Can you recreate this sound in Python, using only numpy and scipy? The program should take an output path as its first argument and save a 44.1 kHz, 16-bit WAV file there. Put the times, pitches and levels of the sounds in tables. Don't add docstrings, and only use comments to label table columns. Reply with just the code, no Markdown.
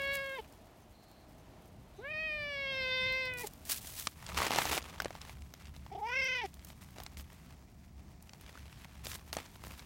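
import sys
import numpy as np
from scipy import signal
from scipy.fft import rfft, irfft
from scipy.io import wavfile
from scipy.ndimage import uniform_filter1d

SR = 44100
rng = np.random.default_rng(int(sys.argv[2]) if len(sys.argv) > 2 else 0)


def generate_wav(signal):
    frames = np.transpose(np.atleast_2d(signal))
    scaled = np.clip(frames, -1, 1) * 32767
    pcm = np.round(scaled).astype(np.int16)
    wavfile.write(sys.argv[1], SR, pcm)


N = 434385

# (frequency [Hz], relative level per Hz [dB])
VERGE_COLOUR = [(15, -34), (25, 9.5), (74, 3.5), (293, -4.5), (560, -12), (624, -4.5), (840, -11),
                (1400, -19.5), (2690, -23), (4030, -26.5), (10400, -37), (12900, -37.5), (16000, -42)]
# (frequency [Hz], relative level per Hz [dB])
PATH_COLOUR = [(15, -25), (25, 9), (74, 0), (180, -2), (516, -30), (677, -23), (1480, -37), (2410, -34.5),
               (2760, -46.5), (5430, -38.5), (7510, -42.5), (14800, -61), (16000, -34)]
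# (time [s],
# level [dB])
RUMBLE = [(0.0, -51.5), (0.5, -60), (1.9, -55.5), (2.4, -54), (2.98, -54), (3.07, -49.5), (3.14, -52),
          (4.09, -57), (4.39, -46.5), (4.46, -51.5), (5.1, -53), (5.9, -53.5), (7.4, -54.5), (7.7, -56.5),
          (8.7, -54), (9.85, -54.5)]
# (time [s], pitch [Hz], fundamental [dB], mouth resonance [Hz], mouth [dB], throat [dB],
#  third resonance [dB], fourth resonance [dB])
CALLS = [
    [(0.0, 550, -43.5, 1610, -43, -42, -52.5, -64), (0.108, 555, -43, 1610, -39.5, -38, -47, -57.5),
     (0.238, 543, -45, 1590, -45, -46.5, -56, -63), (0.34, 538.4, -46.5, 1550, -45, -49.5, -58, -76),
     (0.37, 516, -50, 1200, -43, -48, -51, -65), (0.382, 492, -51, 950, -47, -51, -55, -70),
     (0.39, 441, -43.5, 890, -42, -45, -49, -69), (0.402, 429, -43.5, 880, -46, -59, -57, -68),
     (0.415, 428.4, -75, 897, -76, -82, -74, -76)],
    [(1.975, 380, -69, 849, -78, -89, -77, -80), (1.991, 379, -45, 866, -77, -78, -83, -86),
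     (2.023, 492, -55.5, 1440, -59, -77, -76, -88), (2.05, 551, -47.5, 1640, -44, -54, -72, -84),
     (2.115, 625, -50, 1760, -50, -40.5, -65, -68), (2.157, 623, -48.5, 1710, -45, -40.5, -65, -62),
     (2.253, 630, -50.5, 1830, -47, -35, -58, -63), (2.385, 595, -48, 1765, -48.5, -42, -53, -59.5),
     (2.595, 552, -47.5, 1545, -48, -42.5, -50.5, -59), (2.881, 515.4, -44, 1380, -41, -38, -43, -52.5),
     (3.119, 516.3, -44.5, 1315, -40.5, -35.5, -44, -51.5),
     (3.201, 523.7, -46, 1328, -42.5, -37.5, -51, -52.5), (3.275, 509, -47, 1290, -41, -40, -51, -54),
     (3.331, 504.3, -52, 1370, -49, -42, -63, -80), (3.405, 481, -54, 1150, -44, -46, -65, -75),
     (3.428, 497, -56, 880, -58, -46, -62, -70), (3.447, 416, -39, 858, -41, -51, -69, -68),
     (3.47, 400, -69, 847, -85, -79, -68, -72)],
    [(5.9, 423, -60, 745, -46.5, -63, -76, -79), (5.952, 386, -49, 710, -39, -70, -63, -70),
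     (6.012, 445, -55, 820, -43, -70, -76, -88), (6.03, 420, -55, 800, -34.5, -67, -66, -72),
     (6.07, 464, -53, 940, -40, -48, -65, -62), (6.13, 502, -49.5, 1290, -33.5, -37.5, -56, -56),
     (6.184, 535, -45, 1460, -42.5, -30.5, -58, -52), (6.27, 519.5, -48.5, 1400, -44.5, -34.5, -47, -51),
     (6.36, 508, -50.5, 1297, -38.5, -37, -46, -54), (6.412, 469, -57, 910, -45, -37.5, -43, -60),
     (6.43, 453, -55, 850, -41, -41, -50, -62), (6.44, 407, -44, 805, -37, -45, -54, -60),
     (6.456, 383, -42.5, 760, -39, -45, -55, -58), (6.47, 350, -63, 800, -86, -65, -76, -77)],
]
# (air leak [ratio], third resonance mouth shut [Hz], third mouth wide [Hz], fourth resonance [Hz])
POSTURE = [(.8, 3130, 3230, 4360), (.9, 3900, 3080, 4530), (.9, 3050, 3050, 5200)]
# (centre [Hz], width [Hz], level relative to the fourth [dB])
FAINT_RESONANCES = [(8060, 1500, -26), (12200, 2300, -29)]
# (first beat [s], end [s],
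#  pitch swing at start [relative], pitch swing at end [relative], dip at start [dB], dip at end [dB])
TRILL_RUNS = [(2.099, 2.15, 0.0069, 0.0044, 3.9, 3.8), (5.911, 6.014, 0.065, 0.082, 33, 3.7),
              (6.082, 6.436, 0.016, 0.017, 5.5, 2.8)]
# (start [s], end [s], stalks [dB], low crunch [dB], sharp crunch [dB], swell start to end [dB])
SCUFFS = [(0, .45, -65, -76, -62, -7.5), (0.126, 0.167, -52, -78, -72, -6),
          (3.369, 3.42, -49.5, -65, -68, 10), (3.438, 3.472, -49, -62, -64, 3),
          (3.65, 3.7, -47, -75, -58, 3), (3.69, 3.786, -40.5, -60, -52, -11.5),
          (3.805, 4.057, -49.5, -62.5, -60, 6.5), (4.07, 4.129, -59, -68, -62.5, -9),
          (4.152, 4.385, -68, -55, -57, 17), (4.369, 4.483, -53, -37.5, -38, -4),
          (4.492, 4.594, -51, -38, -38, 10), (4.6, 4.701, -47.5, -42.5, -41.5, -5),
          (4.71, 4.779, -45, -39, -38.5, -1), (4.79, 4.892, -70, -53, -55, -2),
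          (4.875, 5.07, -72, -54, -58, -9), (5.07, 5.325, -67, -56.5, -57.5, 4),
          (5.594, 5.678, -76, -69, -61, -4.5), (5.755, 5.777, -80, -68, -75, -3),
          (6.432, 6.466, -76, -66, -57.5, -10), (6.666, 6.722, -61, -58.5, -63, -7),
          (6.808, 6.85, -60.5, -76, -63.5, -11), (6.955, 7.07, -72, -58, -62.5, -10),
          (7.169, 7.218, -54.5, -61, -59, -16), (7.242, 7.543, -83, -68.5, -69, -1),
          (8.223, 8.35, -74, -75, -73, 5), (8.407, 9.052, -75, -66.5, -62.5, 0.5),
          (9.036, 9.157, -50.5, -59.5, -53, 1.5), (9.173, 9.298, -72, -66, -73, 6),
          (9.327, 9.364, -50, -50, -54, -16), (9.366, 9.462, -64, -53.5, -53, -6),
          (9.63, 9.721, -57.5, -54.5, -59, 0.5), (9.735, 9.847, -69, -74, -63, -1)]
# (time [s], stalks level [dB], grit level [dB])
STIRRING = [(0, -71.5, -102), (2.2, -76.5, -86), (3.3, -71.5, -87), (3.6, -63, -68), (5.4, -73, -68),
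            (5.8, -76, -70.5), (6.3, -71.5, -69), (7.1, -71, -67), (7.65, -77, -74.5), (8.2, -77, -72.5),
            (9.85, -67, -63)]
# (time [s], crack peak [dB], knock pitch [Hz], knock tone peak [dB], fizz peak [dB])
SNAPS = [(.154, -44, 604, -70, -23.5), (1.1144, -66, 627, -65, -47), (3.125, -55, 600, -70, -36),
         (3.255, -62, 608, -70, -40), (3.338, -60, 600, -70, -35), (3.395, -36, 600, -70, -30),
         (3.4717, -33, 646, -45, -23.5), (3.5357, -54, 664, -61, -36.5), (3.6528, -51, 676, -58, -31.5),
         (3.6964, -38, 590, -41, -21), (3.878, -48, 1480, -50, -49), (3.9978, -39, 1180, -53, -20),
         (4.071, -20, 1190, -23.5, -42), (4.2651, -30, 1190, -59, -53), (4.2832, -37, 999, -50, -50),
         (4.3186, -49, 1200, -36.5, -51), (4.3314, -37, 1130, -43, -40), (4.372, -24, 1170, -27, -39),
         (4.3864, -24, 845, -24, -39), (4.403, -28, 1120, -23, -42), (4.4189, -36, 1080, -18.5, -39),
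         (4.507, -22.5, 770, -20, -26), (4.534, -32, 800, -32, -40), (4.547, -23, 780, -28, -32),
         (4.5604, -21, 740, -21.5, -40), (4.586, -14.5, 896, -12.5, -19), (4.654, -22.5, 800, -22.5, -40),
         (4.6664, -35, 875, -40, -37), (4.688, -28, 848, -51, -44), (4.7247, -32, 706, -32, -44),
         (4.7696, -23, 660, -29, -43), (4.8259, -35, 581, -43, -58), (4.897, -39, 840, -43, -54),
         (5.0016, -22, 1550, -22, -27.5), (5.0203, -25, 708, -33, -27), (5.0463, -27, 750, -33, -49),
         (5.0572, -39, 556, -23.5, -54), (5.1064, -41, 705, -32, -55), (5.1522, -40, 880, -33.5, -55),
         (5.216, -33.5, 805, -52, -56), (5.421, -42.5, 638, -63, -57), (5.5388, -34, 636, -44.5, -34),
         (5.655, -41.5, 598, -63, -57), (5.7642, -39, 670, -45.5, -68), (5.864, -43.5, 890, -40, -46),
         (6.244, -51, 615, -60, -34.5), (6.5415, -49, 770, -66, -35), (6.5942, -42, 651, -64, -67),
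         (6.648, -58, 676, -55, -32), (6.907, -55, 700, -64, -43), (6.9664, -50, 746, -43, -53),
         (6.984, -37, 634, -38, -57), (7.002, -33, 726, -35, -35), (7.0352, -38.5, 719, -53, -30),
         (7.064, -29, 800, -41, -44), (7.171, -35, 624, -50, -62), (7.197, -40, 789, -53, -53),
         (7.33, -63, 700, -52, -42), (8.2253, -65, 824, -57, -39), (8.294, -38.5, 778, -64, -54),
         (8.334, -39.5, 800, -44, -50), (8.411, -63, 716, -65, -36.5), (8.4632, -45, 1030, -56, -62),
         (8.554, -51, 1260, -41, -60), (8.575, -45, 1470, -42.5, -61), (8.852, -50, 810, -43, -59),
         (9.0563, -32, 496, -41, -47), (9.0684, -26.5, 603, -37, -53), (9.1162, -30, 1070, -59, -59),
         (9.1508, -32, 980, -43, -56), (9.329, -23, 625, -34, -59), (9.35, -34, 600, -50, -45),
         (9.3678, -28.5, 660, -21.5, -55), (9.461, -42, 619, -52, -59), (9.7941, -34, 807, -63, -56)]
# (start [s], end [s], centre [Hz], width [Hz], level [dB])
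INSECTS = [(.9, 1.28, 4200, 400, -73), (1.92, 2.12, 3850, 450, -72), (.805, .845, 6250, 150, -77),
           (1.375, 1.415, 6250, 150, -79), (1.96, 2.0, 6250, 150, -75)]

MOVE_S = (3.5, 4.05)
VERGE_DB, PATH_DB = -61.5, -64.5
HUM_HZ, HUM_DB = 70.2, -3.5
MOUTH_Q, THROAT_WIDTH_HZ = 2.76, 867
THIRD_WIDTH_HZ, FOURTH_WIDTH_HZ = 1010, 1500
MOUTH_SHUT_HZ, MOUTH_WIDE_HZ = 850, 1700
THROAT_SHUT_HZ, THROAT_WIDE_HZ = 2127, 2307
TRACT_TOP_HZ = 6300
FOLD_SLOPE_DB = 9
TRILL_BEAT_S, TRILL_JITTER_S, TRILL_SPREAD_DB = 0.033, 0.003, 3.5
SCUFF_ATTACK_S, SCUFF_RELEASE_S = 0.0052, 0.022
SNAP_T60_S = 0.013
TOP_HZ = 15900


def undb(db):
    return 10 ** (np.asarray(db) / 20)


def unit(x):
    return x / np.sqrt(np.mean(x ** 2))


def band(x, lo_hz, hi_hz, order=2):
    return signal.sosfilt(signal.butter(order, [lo_hz, hi_hz], "band", fs=SR, output="sos"), x)


def walk(rate, size=N):
    hold = int(SR / rate)
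    steps = np.repeat(rng.standard_normal(size // hold + 1), hold)
    smooth = uniform_filter1d(uniform_filter1d(steps, hold), hold)
    return 1.84 * smooth[:size]


def columns(table, t):
    s, *rest = np.transpose(table)
    return [np.interp(t, s, column) for column in rest]


def distance(colour):
    hz, level_db = np.transpose(colour)
    f = np.fft.rfftfreq(N, 1 / SR) + 1
    spectrum = rfft(rng.standard_normal(N)) * undb(np.interp(np.log(f), np.log(hz), level_db))
    bass = irfft(spectrum / (1 + (f / 270) ** 6), N)
    rest = irfft(spectrum, N) - bass
    return unit(bass), unit(rest * undb(1.0 * walk(6)))


def surroundings():
    t = np.arange(N) / SR
    path = np.interp(t, MOVE_S, [0, 1])
    verge_gain, path_gain = np.sqrt(1 - path), np.sqrt(path)
    verge_bass, verge_hush = distance(VERGE_COLOUR)
    path_bass, path_hush = distance(PATH_COLOUR)
    hum = undb(HUM_DB) * unit(band(rng.standard_normal(N), HUM_HZ - 5, HUM_HZ + 5))
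    rumble = verge_gain * verge_bass + path_gain * (path_bass + hum)
    rumble *= undb(columns(RUMBLE, t)[0] + 1.03 * walk(12))
    return rumble + verge_gain * verge_hush * undb(VERGE_DB) + path_gain * path_hush * undb(PATH_DB)


def peak(hz, centre_hz, width):
    return (1 + ((hz / centre_hz - centre_hz / hz) * centre_hz / width) ** 2) ** -3


def trill(t, swing_s=0.0067, dip_s=0.0024):
    bend, dip_db = np.ones(len(t)), np.zeros(len(t))
    for start, end, first_swing, last_swing, first_db, last_db in TRILL_RUNS:
        for beat in np.arange(start, end, TRILL_BEAT_S):
            late, force = rng.uniform(-1.2, 1, 2)
            s, force = beat + TRILL_JITTER_S * late, undb(TRILL_SPREAD_DB * force)
            swing = force * np.interp(s, [start, end], [first_swing, last_swing])
            depth_db = force * np.interp(s, [start, end], [first_db, last_db])
            u = (t - s) / swing_s
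            bend -= swing * 2.3 * u * np.exp(-u ** 2 / 2)
            dip_db -= depth_db * np.exp(-((t - s) / dip_s) ** 2 / 2)
    return bend, dip_db


def meow(table, hoarse, third_shut_hz, third_wide_hz, fourth_hz, count=27):
    a, b = int(table[0][0] * SR), int(table[-1][0] * SR)
    size = b - a
    t = np.arange(a, b) / SR
    hz, first_db, mouth_hz, mouth_db, throat_db, third_db, fourth_db = columns(table, t)
    mouth_range = [MOUTH_SHUT_HZ, MOUTH_WIDE_HZ]
    throat_hz = np.interp(mouth_hz, mouth_range, [THROAT_SHUT_HZ, THROAT_WIDE_HZ])
    third_hz = np.interp(mouth_hz, mouth_range, [third_shut_hz, third_wide_hz])
    pitch_slope = np.gradient(np.log(uniform_filter1d(hz, 400)), t)
    slack = np.clip(-pitch_slope / 2.5 - .4, 0, 1)
    bend, dip_db = trill(t)
    hz = hz * bend * (1 + .0025 * walk(35, size) + .003 * hoarse * walk(110, size))
    phase = 2 * np.pi * np.cumsum(hz) / SR
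    resonances = [(mouth_hz, mouth_hz / MOUTH_Q, mouth_db), (throat_hz, THROAT_WIDTH_HZ, throat_db),
                  (third_hz, THIRD_WIDTH_HZ, third_db), (fourth_hz, FOURTH_WIDTH_HZ, fourth_db)]
    leak = hoarse * np.clip((fourth_db + 75) / 25, .5, 1)
    breath = (leak + slack) * undb(2.5 * walk(60, size) + dip_db)
    air = band(rng.standard_normal((count, size)), 20, 410)
    voice = -undb(first_db + dip_db) * np.cos(phase)
    for k in range(2, count):
        f = k * hz
        power = undb(first_db - FOLD_SLOPE_DB * np.log2(k) ** 2) ** 2
        tract = sum(undb(db) ** 2 * peak(f, centre, width) for centre, width, db in resonances)
        power += tract / (1 + (f / TRACT_TOP_HZ) ** 20)
        power += sum(undb(fourth_db + db) ** 2 * peak(f, centre, width)
                     for centre, width, db in FAINT_RESONANCES)
        smear = unit(air[k]) * np.minimum(breath * min(.04 * (k / 4) ** 2.5, .5), .8)
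        waver_db = min(.25 * k, 3) * walk(30, size)
        beat_db = dip_db * min(.6 + k / 8, 2)
        shimmer = undb(waver_db + beat_db - slack * min(2 * (k - 2), 11))
        voice -= (shimmer + smear) * np.sqrt(power) * np.cos(k * phase - .16 * (k - 1) ** 1.5)
    since_start = (t - t[0]) if a else 1
    fade = np.clip(np.minimum(since_start, t[-1] - t) / 0.0086, 0, 1)
    out = np.zeros(N)
    out[a:b] = np.sqrt(2) * voice * fade
    return out


def grains(rate, spread_db, tail_s, bed):
    sizes = undb(spread_db * np.minimum(rng.exponential(size=N), 4))
    hits = (rng.random(N) < rate / SR) * sizes
    tail = np.exp(-1 / (tail_s * SR))
    breaks = unit(signal.lfilter([1], [1, -tail], hits))
    return rng.standard_normal(N) * (bed + breaks)


def movement():
    t = np.arange(N) / SR
    stalks_db, grit_db = columns(STIRRING, t)
    power = undb([stalks_db, grit_db, grit_db]) ** 2
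    for start, end, *layers_db, swell_db in SCUFFS:
        a, b = int(start * SR), int((end + SCUFF_RELEASE_S) * SR)
        attack = (t[a:b] - start) / SCUFF_ATTACK_S
        release = 1 + (end - t[a:b]) / SCUFF_RELEASE_S
        edge = np.clip(np.minimum(attack, release), 0, 1)
        course = edge * undb(swell_db * ((t[a:b] - start) / (end - start) - .5))
        power[:, a:b] += (undb(layers_db)[:, None] * course) ** 2
    return np.sqrt(power)


def rustle():
    patchy = undb(1.2 * walk(40))
    fine = grains(600, 4.0, 0.002, 0.6) * patchy
    coarse = grains(300, 4.9, 0.0014, 0.81) * patchy
    stalks = band(fine + 0.18 * coarse, 2330, 16600)
    stalks /= np.std(band(stalks, 7400, 12900)) * undb(3.5)
    low = 0.76 * unit(band(coarse, 206, 1380) + 0.61 * band(coarse, 730, 1390))
    sharp = 1.21 * unit(band(coarse + 0.19 * fine, 1156, 2910, order=1))
    return (np.array([stalks, low, sharp]) * movement()).sum(axis=0)


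def snaps(size=2000):
    s, crack_db, knock_hz, knock_db, fizz_db = np.transpose(SNAPS)[:, :, None]
    t = np.arange(size) / SR
    noise = rng.standard_normal((len(SNAPS), size))
    fade = np.exp(-np.log(1000) * t / SNAP_T60_S)
    burst = noise * fade - 3.4 * (t == 0)
    crack, fizz = band(burst, 1340, 6600), band(burst, 4100, 22000)
    crack *= undb(crack_db) / abs(crack).max(axis=1, keepdims=True)
    fizz *= undb(fizz_db) / abs(fizz).max(axis=1, keepdims=True)
    body = 0.29 * unit(band(noise, 170, 2300)) * fade ** 0.46
    knock = undb(knock_db) * (body - np.sin(2 * np.pi * knock_hz * t) * fade)
    out = np.zeros(N + size)
    for start, snap in zip((s[:, 0] * SR).astype(int), crack + fizz + knock):
        out[start:start + size] += snap
    return out[:N]


def insects():
    out = np.zeros(N)
    for start, end, hz, width, db in INSECTS:
        a, b = int(start * SR), int(end * SR)
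        gate = signal.windows.tukey(b - a, .3)
        chirp = unit(band(rng.standard_normal(b - a), hz - width / 2, hz + width / 2))
        out[a:b] += gate * undb(db) * chirp
    return out


def scene():
    cat = sum(meow(table, *posture) for table, posture in zip(CALLS, POSTURE))
    return (surroundings() + cat + rustle() + snaps() + insects())[None]


def record(dry):
    dry = signal.sosfilt(signal.butter(4, 45, "high", fs=SR, output="sos"), dry)
    return signal.sosfilt(signal.ellip(10, .2, 70, TOP_HZ, fs=SR, output="sos"), dry)


dry = scene()
out = record(dry)
generate_wav(out)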